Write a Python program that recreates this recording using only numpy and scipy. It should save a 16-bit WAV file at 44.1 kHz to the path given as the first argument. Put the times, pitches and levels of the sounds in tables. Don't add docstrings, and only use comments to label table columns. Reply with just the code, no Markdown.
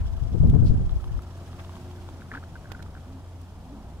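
import sys
import numpy as np
from scipy import signal
from scipy.fft import rfft, irfft, next_fast_len
from scipy.io import wavfile
from scipy.ndimage import map_coordinates

SR = 44100
rng = np.random.default_rng(int(sys.argv[2]) if len(sys.argv) > 2 else 0)


def wav_record(signal):
    frames = np.transpose(np.atleast_2d(signal))
    bounded = np.clip(frames, -1, 1)
    quanta = np.round(bounded * 32767).astype(np.int16)
    wavfile.write(sys.argv[1], SR, quanta)


def rack_gain(trim_db):
    fader = np.asarray(trim_db, float)
    return 10 ** (fader / 20)


N = 176400
NOW = np.arange(N) / SR


def unit(x):
    return x / np.sqrt(np.mean(x ** 2) + 1e-20)


def along(points, hz):
    f, v = np.transpose(points)
    return np.interp(np.log(hz + 1), np.log(f + 1), v)


def envelope(rows):
    s, db = np.transpose(rows)
    return np.interp(NOW, s, db)


def wobble(rate):
    return map_coordinates(rng.standard_normal(2000), [np.arange(N) * rate / SR])


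def filtered(x, response):
    m = next_fast_len(N + SR // 2)
    return irfft(rfft(x, m) * response(np.fft.rfftfreq(m, 1 / SR)), m)[..., :N]


def resonant(x, peaks, count=1):
    def response(f):
        modes = [rack_gain(db) * 1j * f * w / (c * c - f * f + 1j * f * w) for c, w, db in peaks]
        return sum(modes) ** count
    return filtered(x, response)


def rush(spectrum, alike):
    def colour(hz):
        turn = np.arccos(np.clip(along(alike, hz), -1, 1)) / 2
        return rack_gain(along(spectrum, hz)) * [np.cos(turn), np.sin(turn)]
    mid, side = filtered(rng.standard_normal((2, N)), colour)
    return unit(np.array([mid + side, mid - side]))


def puff(shape, colour):
    noise = irfft(rfft(rng.standard_normal(len(shape))) * colour, len(shape))
    burst = shape * noise
    return burst * np.linalg.norm(shape) / np.linalg.norm(burst)


def sides(pan_db):
    return rack_gain(np.array([pan_db / 2, -pan_db / 2]))


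def add(track, s, sound):
    at = round(s * SR)
    track[..., at:at + sound.shape[-1]] += sound


SLOWEST_HZ = 42.4
# (multiple of its pitch, density [dB per Hz])
EDDY_SPECTRUM = [(.2, -5.5), (1, 0.5), (1.6, -8), (3, -23), (6, -42.5), (12, -58), (24, -120)]
# (centre [s], half length [s], level [dB], quickness [octaves over the slowest])
LEFT_EDDIES = [(.02, 0.058, -22, 0.57), (.13, 0.089, -25.5, 0.57), (.23, 0.018, -19, 0.75),
               (.29, 0.053, -24, 0.8), (.355, 0.03, -18, 1.72), (.41, 0.0096, -9, 1),
               (.445, .022, -9.5, 1.5), (.49, 0.028, -13.5, 1.61), (.555, 0.025, -9.5, 1.7),
               (.6, 0.021, -11, 0.99), (.645, 0.038, -13.5, 1.6), (.71, 0.014, -8.5, 0.91),
               (.745, 0.013, -19, 1.9), (.83, 0.077, -23.5, 1.03), (.94, 0.048, -19, 0.41),
               (1.07, 0.027, -28, 0.82), (1.15, 0.049, -23, 0.81)]
RIGHT_EDDIES = [(.03, 0.062, -25.5, 0.25), (0.151, 0.04, -31.5, 0.14), (0.321, 0.1, -29, 0.44),
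                (0.441, 0.04, -15.5, 0.31), (0.521, 0.043, -14, 1), (0.568, 0.041, -24.5, 1.6),
                (.655, 0.042, -15.5, 0.83), (.74, 0.084, -18.5, 1.16), (0.85, 0.07, -22, 0.16),
                (0.982, 0.048, -26, 0.23), (1.101, 0.11, -31, 0.43)]


def wind():
    out = np.zeros((2, N + SR))
    t = np.arange(SR // 2) / SR - .25
    hz = np.fft.rfftfreq(len(t), 1 / SR)
    for port, eddies in enumerate([LEFT_EDDIES, RIGHT_EDDIES]):
        for s, half, db, octaves in eddies:
            spectrum = np.multiply(EDDY_SPECTRUM, [SLOWEST_HZ * 2 ** octaves, 1])
            shape = np.exp(-np.abs(t / half) ** 2.34)
            add(out[port], s, rack_gain(db) * puff(shape, rack_gain(along(spectrum, hz))))
    return out[:, SR // 4:][:, :N]


FLAP_LOW_HZ = 226
# (start [s], length [s], level [dB], reach [Hz])
AIR_FLAPS = [(0.35, 0.013, -31, 800), (.432, .01, -25, 800), (0.456, 0.016, -30, 800),
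             (0.493, .012, -39, 1000), (0.535, 0.015, -26.5, 1000), (.555, .02, -26, 850),
             (0.62, 0.011, -28, 800), (.645, 0.012, -35, 900), (0.707, 0.015, -39, 397),
             (.725, 0.019, -31.5, 260), (0.778, 0.051, -31.5, 260), (.81, 0.011, -35, 750)]


def flaps():
    out, t = np.zeros(N), np.arange(SR // 10) / SR
    hz = np.fft.rfftfreq(len(t), 1 / SR)
    low = hz / FLAP_LOW_HZ
    for s, length, db, reach_hz in AIR_FLAPS:
        colour = low ** 2 / (1 + low ** 3.4) / (1 + (hz / reach_hz) ** 3)
        shape = np.clip(t / .002, 0, 1) / (1 + np.exp((t - length) / .002))
        add(out, s, rack_gain(db - 2.0) * puff(shape, colour))
    return out * [[1], [0]]


# (frequency [Hz], width [Hz], level [dB])
ICE_CRACKLE = [(2250, 1500, -2), (3260, 920, 4.5), (4500, 1500, -26.5)]
# (time [s], peak level [dB], low pitch [Hz], high part over it [dB])
ICE_TICKS = [(0.894, -47, 1210, -5), (1.042, -42.5, 1160, -10), (1.192, -40.5, 1240, -31),
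             (1.531, -44.5, 1160, -9), (1.595, -41.5, 1060, -6), (1.648, -47.5, 1140, -2),
             (1.694, -40, 1030, -13), (1.755, -50, 1110, 2), (1.767, -44, 1040, -14),
             (1.911, -43.5, 1010, -7), (2.089, -39.5, 915, -14.5), (2.339, -36.5, 1210, -14),
             (2.36, -40.5, 990, -12), (2.982, -57, 2300, -2), (2.21, -52.5, 2200, -2)]


def ticks():
    low, crackle, t = np.zeros(N), np.zeros(N), np.arange(SR // 4) / SR
    for s, db, hz, high_db in ICE_TICKS:
        add(low, s, rack_gain(db + 8.0 - 60 * t / 0.0098) * np.sin(2 * np.pi * hz * t))
        add(crackle, s, rack_gain(db + high_db + 5.0 - 60 * t / 0.014) * rng.standard_normal(len(t)))
    return low + resonant(crackle, ICE_CRACKLE, count=2)


# (frequency [Hz], width [Hz], level [dB])
PING_BODY = [(900, 450, 0.64), (1550, 740, 0.66)]
# (time [s], peak level [dB], pitch [Hz], width [ms])
ICE_PINGS = [(2.2205, -39, 1526, 2.7), (2.311, -48, 1600, 8.3), (2.3168, -29, 1643, 1.8),
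             (2.3204, -35, 1700, 3.2), (2.3275, -36, 1463, 1.5), (2.337, -37, 1340, 5.4),
             (2.3436, -41, 1460, 3.6), (2.35, -28.5, 1456, 2.5), (2.354, -31.5, 1573, 3.6),
             (2.368, -44, 1400, 3), (2.3715, -37, 1590, 2.4), (2.3757, -32.5, 1520, 3.6),
             (2.3827, -45, 1650, 5.1), (2.43, -43.5, 1310, 5), (2.438, -38.5, 1470, 1.8),
             (2.556, -40, 1535, 4.5), (2.563, -40.5, 1500, 3.8), (2.657, -42.5, 1550, 4.1),
             (2.71, -43.5, 1450, 6.6), (2.75, -38, 1480, 5.9), (2.6737, -47, 1550, 2.3),
             (2.794, -44, 1510, 2.8), (2.805, -40.5, 1450, 3.3), (2.9525, -41, 1490, 3.6),
             (2.975, -45.5, 1440, 2.6), (2.646, -51, 1560, 5), (2.704, -49, 1500, 3), (2.733, -49, 1530, 5),
             (2.758, -51, 1550, 3), (2.8, -50, 1650, 3.3), (2.863, -45, 1194, 3), (2.967, -47, 1530, 4.3),
             (1.001, -49, 1310, 10), (1.293, -52, 1270, 5), (3.06, -55, 1450, 4), (3.079, -56, 1410, 3.5)]


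def pings():
    tone, rough, t = np.zeros(N), np.zeros(N), np.arange(SR // 4) / SR
    peak_s = .006
    for s, db, hz, wide_ms in ICE_PINGS:
        u = (t - peak_s) * 1000 / wide_ms
        shape = rack_gain(db + 0.5) * np.exp(-np.where(u < 0, 9, 2.2) * u ** 2)
        add(tone, s - peak_s, shape * np.sin(2 * np.pi * hz * t))
        add(rough, s - peak_s, shape * rng.standard_normal(len(t)))
    crackle = rack_gain(-25.0) * resonant(rough, ICE_CRACKLE, count=2)
    body = rack_gain(-1.0) * resonant(rough, PING_BODY, count=2)
    return tone + crackle + body


CREAK_DB, CREAK_ENDS_S, CREAK_HZ = -56, 2.3, 1310


def creaks():
    out, t = np.zeros(N), np.arange(400) / SR
    for when, size, pitch in rng.random((260, 3)):
        level = rack_gain(CREAK_DB - 3.0 * np.log(size + .04) - 60 * t / 0.04)
        tone = np.sin(2 * np.pi * CREAK_HZ * (.7 + .6 * pitch) * t)
        add(out, when * CREAK_ENDS_S, level * np.sin(np.pi * t / t[-1]) * tone)
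    return out


GROAN_RISE = 0.045
# (start [s], length [s], level [dB], pitch [Hz])
ICE_GROANS = [
    (1.745, 0.2, -50, 263),
    (2.059, 0.16, -52.5, 268.4),
    (2.299, 0.12, -48.5, 263),
    (2.731, 0.1, -54.5, 265.3),
    (3.33, 0.124, -52.5, 264),
    (2.29, 0.11, -53.5, 458.4),
    (3.052, 0.17, -46, 266.5),
    (3.638, 0.193, -48, 268.6),
    (3.726, 0.094, -46.5, 210.3),
]


def groans():
    out, t = np.zeros(N), np.arange(SR // 4) / SR
    for s, length, db, hz in ICE_GROANS:
        u = np.clip(t / length, 0, 1)
        level = rack_gain(db + 2.5 + 2.2 * wobble(28.3)[:len(t)]) * np.sin(np.pi * u) ** 0.85
        phase = 2 * np.pi * hz * t * (1 + GROAN_RISE * (u - 1)) + .8 * wobble(35.3)[:len(t)]
        add(out, s, level * np.sin(phase))
    return out


def ice():
    return (ticks() + pings() + creaks() + groans()) * sides(1.1)[:, None]


CLICK_FADE_DB_S = 900
# (frequency [Hz], width [Hz], level [dB])
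SHELL_MODES = [(3460, 2600, 0.5), (6770, 1100, -1), (12000, 3200, 2.5)]
# (time [s], peak level [dB], left over right [dB], low push over crackle [dB],
# brightness [dB per octave])
CASING_CLICKS = [
    (.497, -39, 0, -18, -4),
    (1.22, -46.5, -2, -21, 0),
    (2.718, -33.5, -10.5, 5, -9),
    (2.8249, -41, -14, 0.5, -7.5),
    (3.4146, -47.5, .2, -28, 3),
]


def clicks():
    out, t = np.zeros((2, N)), np.arange(SR // 40) / SR
    hz = np.fft.rfftfreq(len(t), 1 / SR)
    shell = 1 + sum(rack_gain(g) / (1 + (2 * (hz - c) / w) ** 2) for c, w, g in SHELL_MODES)
    band = (hz > 1300) / (1 + (hz / 14000) ** 6)
    gate = np.clip(t / 0.0004, 0, 1) / (1 + np.exp((t - .0065) / 0.00091))
    for s, db, pan_db, push_db, tilt_db in CASING_CLICKS:
        tilt = rack_gain(tilt_db * np.log2(hz / 5000 + 0.19))
        grit = irfft(rfft(rng.standard_normal((2, len(t)))) * tilt * shell * band, len(t))
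        crackle = unit(grit) * rack_gain(-1.0 - CLICK_FADE_DB_S * t) * gate
        push = rack_gain(push_db + 14) * (t / .00012) * (1 - t / .0003) * np.exp(-t / .00022)
        add(out, s, rack_gain(db - 6.0) * sides(pan_db)[:, None] * (crackle + push))
    return out


RUB_TIMES = [.675, .646, .4785, 1.377, .01, .678, 1.04, 1.598, 2.35, 2.7205, 2.355, .5, 1.6]
# (half
# length [s], level [dB], frequency [Hz], width [Hz])
FINGER_RUBS = [(0.026, -55, 4500, 1300), (.008, -61.5, 9200, 3000), (.002, -58, 12200, 2500),
               (.008, -64, 8000, 6500), (0.019, -53, 1000, 2200), (0.026, -54, 3300, 5100),
               (0.07, -71, 10500, 2500), (0.011, -47, 1040, 1900), (0.028, -51, 960, 1100),
               (.0025, -55, 13400, 2500), (.03, -60.5, 2900, 2200), (.003, -53, 2550, 1800),
               (0.009, -57, 1700, 1400)]


def rubs():
    out = np.zeros((2, N))
    for s, (half, db, hz, wide) in zip(RUB_TIMES, FINGER_RUBS):
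        noise = unit(resonant(rng.standard_normal((2, N)), [(hz, wide, 0)], count=2))
        out += rack_gain(db) * np.exp(-((NOW - s) / half) ** 2) * noise
    return out


# (time [s], level [dB])
RUSTLE_LEVEL = [(0, -63), (.9, -63.5), (1.35, -60.5), (1.7, -57.5), (2.2, -60.5), (3, -64), (4, -66)]
# (frequency [Hz], density [dB per Hz])
RUSTLE_SPECTRUM = [(900, 1.5), (3500, -0.5), (7000, -5), (15500, -16)]


def rustle():
    return rack_gain(envelope(RUSTLE_LEVEL) + 1.2 * wobble(70)) * rush(RUSTLE_SPECTRUM, [(2000, .2)])


ENGINE_HZ = 87.47
# (time [s], level [dB])
FIRING_LEVEL = [(0, -52), (1.4, -41), (2.55, -43), (2.7, -47), (2.85, -43.5), (3.12, -47.5), (3.42, -39.5),
                (3.58, -48.5), (4, -50)]
# (frequency [Hz], rms level [dB], width [Hz], fading [dB per s], away from [s])
ENGINE_ORDERS = [
    (61.6, -58, 5.03, -6, 2.04),
    (357.4, -56.5, 2.63, 7, 1.22),
    (664, -61, 4.4, 2.5, 0.15),
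]


def unsteady_tone(level_db, hz, phase):
    return rack_gain(level_db) * np.sqrt(2) * np.sin(2 * np.pi * hz * NOW + phase)


def engine():
    out = unsteady_tone(envelope(FIRING_LEVEL) + 0.89 * wobble(6.4), ENGINE_HZ, 1.02 * wobble(6.11))
    for hz, db, width, fade, at in ENGINE_ORDERS:
        level_db = db - fade * abs(NOW - at) + 2.9 * wobble(width)
        out += unsteady_tone(level_db, hz, 0.88 * wobble(width))
    return out


SWELL_S, SWELL_WIDE_S, SWELL_HZ, SWELL_DB = 3.84, 0.23, 750, -58


def vehicle():
    noise = unit(resonant(rng.standard_normal(N), [(SWELL_HZ, 450, 0)], count=2))
    return noise * rack_gain(SWELL_DB) * np.exp(-((NOW - SWELL_S) / SWELL_WIDE_S) ** 2)


ROAR_DB = 9.5
# (time [s], level [dB])
ROAR_LEVEL = [(0, -53), (.5, -53), (2.8, -53), (3.4, -55), (4, -54.5)]
# (frequency [Hz], density [dB per Hz])
ROAR_SPECTRUM = [(10, -38), (22, -5), (60, -5.5), (110, -5.5), (250, -13.5), (443, -22), (750, -20.5),
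                 (1260, -28), (2600, -45.5), (4500, -120)]
# (frequency [Hz], likeness)
ROAR_LIKENESS = [(60, 0.85), (400, 0.99), (1410, 0.89), (2600, 0.18)]


def roar():
    level = rack_gain(envelope(ROAR_LEVEL) + ROAR_DB + 0.3 * wobble(5.88))
    return level * rush(ROAR_SPECTRUM, ROAR_LIKENESS)


MOTOR_RATE, MOTOR_DB, MOTOR_FADE_DB_S, MOTOR_RIGHT_DB = 22, -65.5, 2.5, 10.5
# (frequency [Hz], width [Hz], level [dB])
MOTOR_MODES = [(3200, 600, 0), (5100, 500, -3)]


def motor():
    beat = np.exp(1.6 * np.cos(2 * np.pi * MOTOR_RATE * NOW + 2.5 * wobble(9)))
    rattle = unit(resonant(beat * rng.standard_normal(N), MOTOR_MODES))
    rattle = rattle * rack_gain(MOTOR_DB - MOTOR_FADE_DB_S * NOW)
    return rattle * sides(-MOTOR_RIGHT_DB)[:, None] * [[1], [-1]]


HISS_DB = -61.5
# (frequency [Hz], density [dB per Hz])
HISS_SPECTRUM = [(530, -61), (900, -1.5), (1240, -29), (1780, -21.5), (3200, -12.5), (3560, -15.5),
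                 (10100, -22.5), (15700, -29.5)]


def hiss():
    return rack_gain(HISS_DB - 2.5) * rush(HISS_SPECTRUM, [(2000, 0.045)])


LAG_S = 0.000097


def scene():
    near = wind() + flaps()
    far = ice() + engine() + vehicle() + roar()
    lake = filtered(far, lambda hz: np.exp(-1j * np.pi * LAG_S * hz * np.array([[1], [-1]])))
    casing = clicks() + rubs() + rustle() + motor() + hiss()
    return near + lake + casing


def roll_off(x):
    return signal.sosfilt(signal.butter(12, 15860, fs=SR, output="sos"), x)


def record(dry):
    mix = filtered(dry, lambda hz: hz < 15780)
    return roll_off(mix)


dry = scene()
out = record(dry)
wav_record(out)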